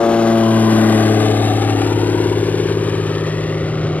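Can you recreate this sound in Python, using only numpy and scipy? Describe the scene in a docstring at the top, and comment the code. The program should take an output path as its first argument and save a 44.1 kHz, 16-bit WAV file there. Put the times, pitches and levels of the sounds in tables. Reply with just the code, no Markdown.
"""Over soft ground, a piston engine, most likely a light propeller aircraft, passes and draws away.
The propeller's buzz sinks with the Doppler shift and gives way to the throb of uneven exhaust puffs.
Gas jets rasp and chopped air rushes above a low rumble. A reflection off the ground sweeps upward
through the rasp, and the air takes more and more of the treble."""
import sys
import numpy as np
from scipy import signal
from scipy.fft import rfft, irfft
from scipy.io import wavfile

SR = 44100
rng = np.random.default_rng(int(sys.argv[2]) if len(sys.argv) > 2 else 0)


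def master_out(mix):
    """Clip the mix to full scale and print it as 16-bit PCM to the path in sys.argv[1]."""
    frames = np.transpose(np.atleast_2d(mix))
    ceiling = np.clip(frames, -1, 1)
    pcm = np.round(ceiling * 32767).astype(np.int16)
    wavfile.write(sys.argv[1], SR, pcm)


N = 176400
T = np.arange(N) / SR
BINS_HZ = np.maximum(np.arange(N // 2 + 1) * SR / N, 1)
CYLINDERS = 6

# firing rate as heard, falling with the Doppler shift: t/s, f/Hz
FIRING_RATE = [(0.0, 115.1), (0.4, 112.8), (0.8, 109.7), (1.2, 107.4), (1.6, 107), (2.0, 106.2),
               (2.5, 105.6), (3.0, 104.9), (3.5, 104.8), (4.0, 103.2)]


def from_db(db):
    """Decibels to gain."""
    return 10 ** (np.asarray(db) / 20)


def rms_one(x):
    """Scale to unit power."""
    return x / np.sqrt(np.mean(x ** 2) + 1e-20)


def in_time(rows):
    """An automation curve at every sample."""
    return np.interp(T, *np.transpose(rows))


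def at_hz(points):
    """An EQ curve at every frequency bin."""
    hz, value = np.transpose(points)
    return np.interp(np.log(BINS_HZ), np.log(hz), value)


def colour(x, eq):
    """Shape a sound with an EQ curve; unit power."""
    return rms_one(irfft(rfft(x) * from_db(at_hz(eq)), N))


def drift(rate_hz):
    """Smooth random modulation of unit power."""
    hop, run_in = 100, 1000
    pole = np.exp(-2 * np.pi * rate_hz * hop / SR)
    noise = rng.standard_normal(N // hop + run_in + 2)
    slow = signal.lfilter([1], [1, -2 * pole, pole * pole], noise)[run_in:]
    return np.interp(np.arange(N) / hop, np.arange(len(slow)), rms_one(slow))


def partial(turns, db, waver_db, phase=0, waver_hz=3):
    """A sine of the given rms level that wavers in the moving air."""
    wander = np.log(from_db(waver_db)) * drift(waver_hz)
    gain = np.sqrt(2) * from_db(db + waver_db * drift(waver_hz))
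    return gain * np.cos(2 * np.pi * turns + phase + wander)


def pulsing(cycle, per_firing=.08, per_rev=.096):
    """Gas flow swells with every firing and every revolution."""
    angle = 2 * np.pi * (cycle - .285)
    return rms_one(np.exp(per_firing * np.cos(CYLINDERS * angle) + per_rev * np.cos(2 * angle)))


def over_ground(x, strength, flip_hz=158, dull_hz=2510):
    """Add a late, dull reflection; soft ground inverts all but its bass."""
    # the reflection's lag shrinks, sweeping the comb upward: t/s, lag/ms
    lag = [(0, 2.1), (.4, 2.26), (.8, 2.3), (1.2, 2.18), (1.7, 2.02), (2.2, 1.63), (2.7, 1.51), (3.2, 1.4),
           (3.7, 1.19), (4, 1.16)]
    allpass = signal.bilinear([-1, 2 * np.pi * flip_hz], [1, 2 * np.pi * flip_hz], SR)
    flipped = signal.lfilter(*allpass, x)
    bounce = irfft(rfft(flipped) / (1 + (BINS_HZ / dull_hz) ** 4), N)
    return x + strength * np.interp(T - in_time(lag) / 1000, T, bounce)


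def through_air(x):
    """The air absorbs more treble as the distance grows."""
    # absorption at 10 kHz: t/s, loss/dB
    absorption = [(0, 1.5), (.8, 2.5), (1.6, 7), (2.4, 9.5), (3.2, 14), (4, 23.5)]
    spectrum, loss_db, out = rfft(x), in_time(absorption), 0
    centres_hz = np.arange(0, 18001, 2000)
    for hz, weights in zip(centres_hz, np.eye(len(centres_hz))):
        band = irfft(spectrum * np.interp(BINS_HZ, centres_hz, weights), N)
        out = out + band * from_db(-loss_db * (hz / 10000) ** .86)
    return out


def pan_left(x):
    """The sound reaches the left side earlier and louder, then drifts towards the middle."""
    # delay of the right side: t/s, lag/microseconds
    lag = [(0, 52.3), (.5, 72.4), (1, 83), (1.5, 85.5), (2.2, 79.6), (3, 75), (4, 69.7)]
    # full lean to the left: f/Hz, left minus right/dB
    lean = [(40, 13), (110, 1.5), (200, 2.5), (380, 5.5), (700, 7), (1300, 10), (2400, 8), (4400, 2.5),
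            (8000, 0), (12000, 0.5), (15000, 1)]
    # amount of that lean: t/s, share
    lean_share = [(0, 0.7), (1, 1), (2.4, 0.86), (3.2, 0.6), (4, 0.3)]
    spectrum, lean_db, share = rfft(x), at_hz(lean), in_time(lean_share)
    leaning = [irfft(spectrum * from_db(side * lean_db / 2), N) for side in (1, -1)]
    left, right = (x + share * (side - x) for side in leaning)
    oversampled = signal.resample(right, 4 * N)
    late_right = np.interp(T - in_time(lag) * 1e-6, np.arange(4 * N) / (4 * SR), oversampled)
    return np.array([left, late_right])


def rumble():
    """A bed of low outdoor noise that slowly builds."""
    # rumble EQ: f/Hz, level/dB
    eq = [(15, -40), (35, -16), (60, -5), (90, 1.5), (120, 9.5), (150, -8), (200, -5.5), (350, -2),
          (700, -17), (2000, -25.5)]
    # rumble fader: t/s, level/dB
    fader = [(0, -45.5), (2, -33.5), (3, -32.5), (4, -24.5)]
    return from_db(in_time(fader)) * colour(rng.standard_normal(N), eq)


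def propeller_rush(cycle):
    """Air chopped by the propeller; returns the direct sound and a diffuse stereo wash."""
    # rush EQ: f/Hz, level/dB
    eq = [(60, -40), (600, -44), (1200, -6.5), (1900, -0.5), (2400, -1), (3100, 0.5), (4000, -2.5),
          (5000, -4.5), (6500, -4.5), (8000, -7.5), (10000, -9), (12500, -15.5), (15500, -48)]
    # rush fader: t/s, level/dB
    fader = [(0, -31.5), (.45, -32), (.85, -28), (1.2, -28), (2, -29), (2.8, -29), (3.4, -28.5), (4, -27)]
    gain = from_db(in_time(fader))
    chopped = rng.standard_normal(N) * pulsing(cycle, per_firing=.16, per_rev=.13)
    return gain * colour(chopped, eq), gain * colour(rng.standard_normal((2, N)), eq)


def jet_rasp(cycle, looped_share=.55):
    """Gas jets, partly alike in every cycle; returns the direct sound and a diffuse stereo wash."""
    # rasp EQ: f/Hz, level/dB
    eq = [(40, -17), (150, -4.5), (250, -1), (430, 0.5), (560, -1), (740, -3.5), (1000, -8), (1400, -10),
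          (1900, -15.5), (2400, -31.5), (3200, -20.5), (5000, -36)]
    # rasp fader: t/s, level/dB
    fader = [(0, -22.5), (.5, -25.5), (.85, -19), (1.05, -22), (1.3, -24.5), (1.8, -26), (2.4, -28),
             (3.1, -29.5), (4, -27)]
    gain = from_db(in_time(fader))
    loop = rng.standard_normal(2048)
    looped = rms_one(np.interp(cycle, np.arange(len(loop)) / len(loop), loop, period=1))
    jets = np.sqrt(looped_share) * looped + np.sqrt(1 - looped_share) * rng.standard_normal(N)
    return gain * colour(jets * pulsing(cycle), eq), gain * colour(rng.standard_normal((2, N)), eq)


def rasp_swells(cycle, width_share=.055):
    """Narrow bands of the rasp rise and fade as they glide upward, pulsing with the engine."""
    # gliding noise bands: start/s, end/s, from/Hz, to/Hz, peak level/dB
    glides = [(0.306, 0.952, 1011, 1045, -31), (0.251, 0.748, 2910, 3080, -38),
              (0.593, 1.257, 1862, 2052, -35.5), (0.698, 2.05, 657.7, 816, -27),
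              (0.895, 1.555, 423.8, 442, -26.5), (1.099, 1.701, 3600, 3870, -34.5),
              (1.498, 2.105, 2600, 2850, -38.5), (1.649, 2.554, 878, 997, -32.5),
              (1.996, 3.5, 960.8, 975, -42), (2.6, 3.399, 1223, 1293, -36.5),
              (2.993, 3.807, 1820, 2015, -35.5)]
    out = 0
    for start, end, from_hz, to_hz, db in glides:
        progress = np.clip((T - start) / (end - start), 0, 1)
        angle = 2 * np.pi * np.cumsum(from_hz + (to_hz - from_hz) * progress) / SR
        lowpass = signal.butter(2, width_share * from_hz, fs=SR, output="sos")
        in_phase, quadrature = signal.sosfilt(lowpass, rng.standard_normal((2, N)))
        band = rms_one(in_phase * np.cos(angle) + quadrature * np.sin(angle))
        out = out + from_db(db) * np.sin(np.pi * progress) * band
    return out * pulsing(cycle)


def drone(cycle):
    """Clean tones of engine and propeller, with a buzz on top that fades as the aircraft turns away."""
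    # faders of the tones at 1, 1.5, 2, 3 and 4 times the firing rate: t/s, level/dB
    root = [(0, -33), (.5, -20), (1.3, -17.5), (2.2, -21), (2.9, -24), (3.498, -28.5), (4, -32)]
    fifth = [(0.0, -47), (0.14, -34.5), (1.41, -37), (2.09, -29.5), (3.24, -24), (4.0, -22.5)]
    octave = [(0.0, -37), (0.03, -21.5), (0.19, -18), (0.85, -14), (1.92, -41.5), (2.94, -36.5),
              (3.21, -53), (4.0, -41)]
    twelfth = [(0, -19.5), (.6, -20.5), (1.15, -21), (1.6, -31), (1.9, -29), (2.2, -30), (2.6, -46),
               (4, -33.5)]
    double_octave = [(0, -24.5), (.45, -32), (.8, -29), (1.3, -25), (1.652, -64), (2.3, -69), (4, -91)]
    # the propeller's upper harmonics: multiple of the firing rate, level/dB
    harmonics = [(5, -1), (6, 0), (7, -11.5), (8, -14.5), (9, -15), (10, -16), (11, -16), (12, -16.5),
                 (13, -27), (14, -21)]
    # buzz fader: t/s, level/dB
    buzz_fader = [(0, -20), (.45, -25), (.85, -37), (1.3, -31), (1.8, -42), (2.6, -53.5), (4, -65)]
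    firing = CYLINDERS * (cycle - .125)  # counted from the strongest puff
    voices = [(1, root, 1), (1.5, fifth, 1), (2, octave, 1), (3, twelfth, -1), (4, double_octave, -1)]
    tones = sum(polarity * partial(k * firing, in_time(fader), waver_db=.6)
                for k, fader, polarity in voices)
    buzz = sum(partial(k * firing, in_time(buzz_fader) + db, waver_db=1.04, phase=rng.uniform(0, 2 * np.pi))
               for k, db in harmonics)
    return tones + buzz


def exhaust(cycle, hump_db=6, hump_width_hz=40):
    """One strong puff and several weaker ones in each engine cycle make the pipe's partials throb."""
    # uneven puffs, which set the partials' phases: position/cycles, level/dB
    puffs = [(.125, 0), (.27, -16), (.45, -12.5), (.61, -8), (.85, -7.5)]
    # exhaust partials: multiple of the cycle rate, level/dB
    partials = [(3, -47), (4, -49.5), (5, -42), (7, -38), (8, -52), (11, -40), (13, -47), (14, -41),
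                (15, -50), (16, -29), (17, -44), (18, -39), (19, -40), (20, -29), (21, -34), (22, -30),
                (23, -33), (24, -34.5), (25, -40), (26, -35.5), (27, -52), (28, -36), (29, -46),
                (30, -42.5), (32, -45), (36, -44)]
    # exhaust fader: t/s, level/dB
    fader = [(0, -22), (.7, -9.5), (1.3, -2), (2.1, 0.5), (2.7, -1), (3.2, -5.5), (4, -9.5)]
    # centre of a bell boost that moves with the angle of the pass: t/s, f/Hz
    hump = [(0, 363), (1, 280), (1.6, 270), (2.2, 353), (2.6, 389), (3.2, 401), (4, 380)]
    # how far the partials are out of step: t/s, phase spread/rad
    smear = [(0, 2.5), (1.1, 1.2), (1.6, 0.5), (2.1, 0.2), (2.8, 0.25), (3.3, .55), (4, 0.85)]
    level_db, cycle_hz, hump_hz = in_time(fader), in_time(FIRING_RATE) / CYLINDERS, in_time(hump)
    puff_at, puff_db = np.transpose(puffs)
    out = 0
    for order, db in partials:
        lift_db = hump_db * np.exp(-.5 * ((order * cycle_hz - hump_hz) / hump_width_hz) ** 2)
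        puff_phase = np.angle(np.sum(from_db(puff_db) * np.exp(-2j * np.pi * order * puff_at)))
        phase = puff_phase + in_time(smear) * rng.normal()
        out = out + partial(order * cycle, level_db + db + lift_db, waver_db=.8, phase=phase)
    return -out


def scene():
    """The engine over ground and through air, above a low rumble."""
    cycle = np.cumsum(in_time(FIRING_RATE)) / CYLINDERS / SR  # one cycle is two revolutions
    rasp, rasp_wash = jet_rasp(cycle)
    rush, rush_wash = propeller_rush(cycle)
    fluttering = (rasp + rush) * from_db(drift(rate_hz=21))  # 1 dB rms of flutter
    engine = drone(cycle) + rasp_swells(cycle)
    engine += over_ground(exhaust(cycle), strength=.12) + over_ground(fluttering, strength=.5)
    scattered = from_db(-7.5) * rasp_wash + from_db(-25) * rush_wash  # back from the banks and trees
    return through_air(pan_left(engine + rumble()) + scattered)


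def record(dry, fade_s=.004, cutoff_hz=15200):
    """The ends are eased, the top is cut steeply and rare peaks are rounded."""
    eased = dry * np.clip(np.minimum(T, T[-1] - T) / fade_s, 0, 1)
    cut = signal.sosfilt(signal.ellip(10, .1, 90, cutoff_hz, fs=SR, output="sos"), eased)
    return cut / (1 + cut ** 8) ** (1 / 8)


dry = scene()
out = record(dry)
master_out(out)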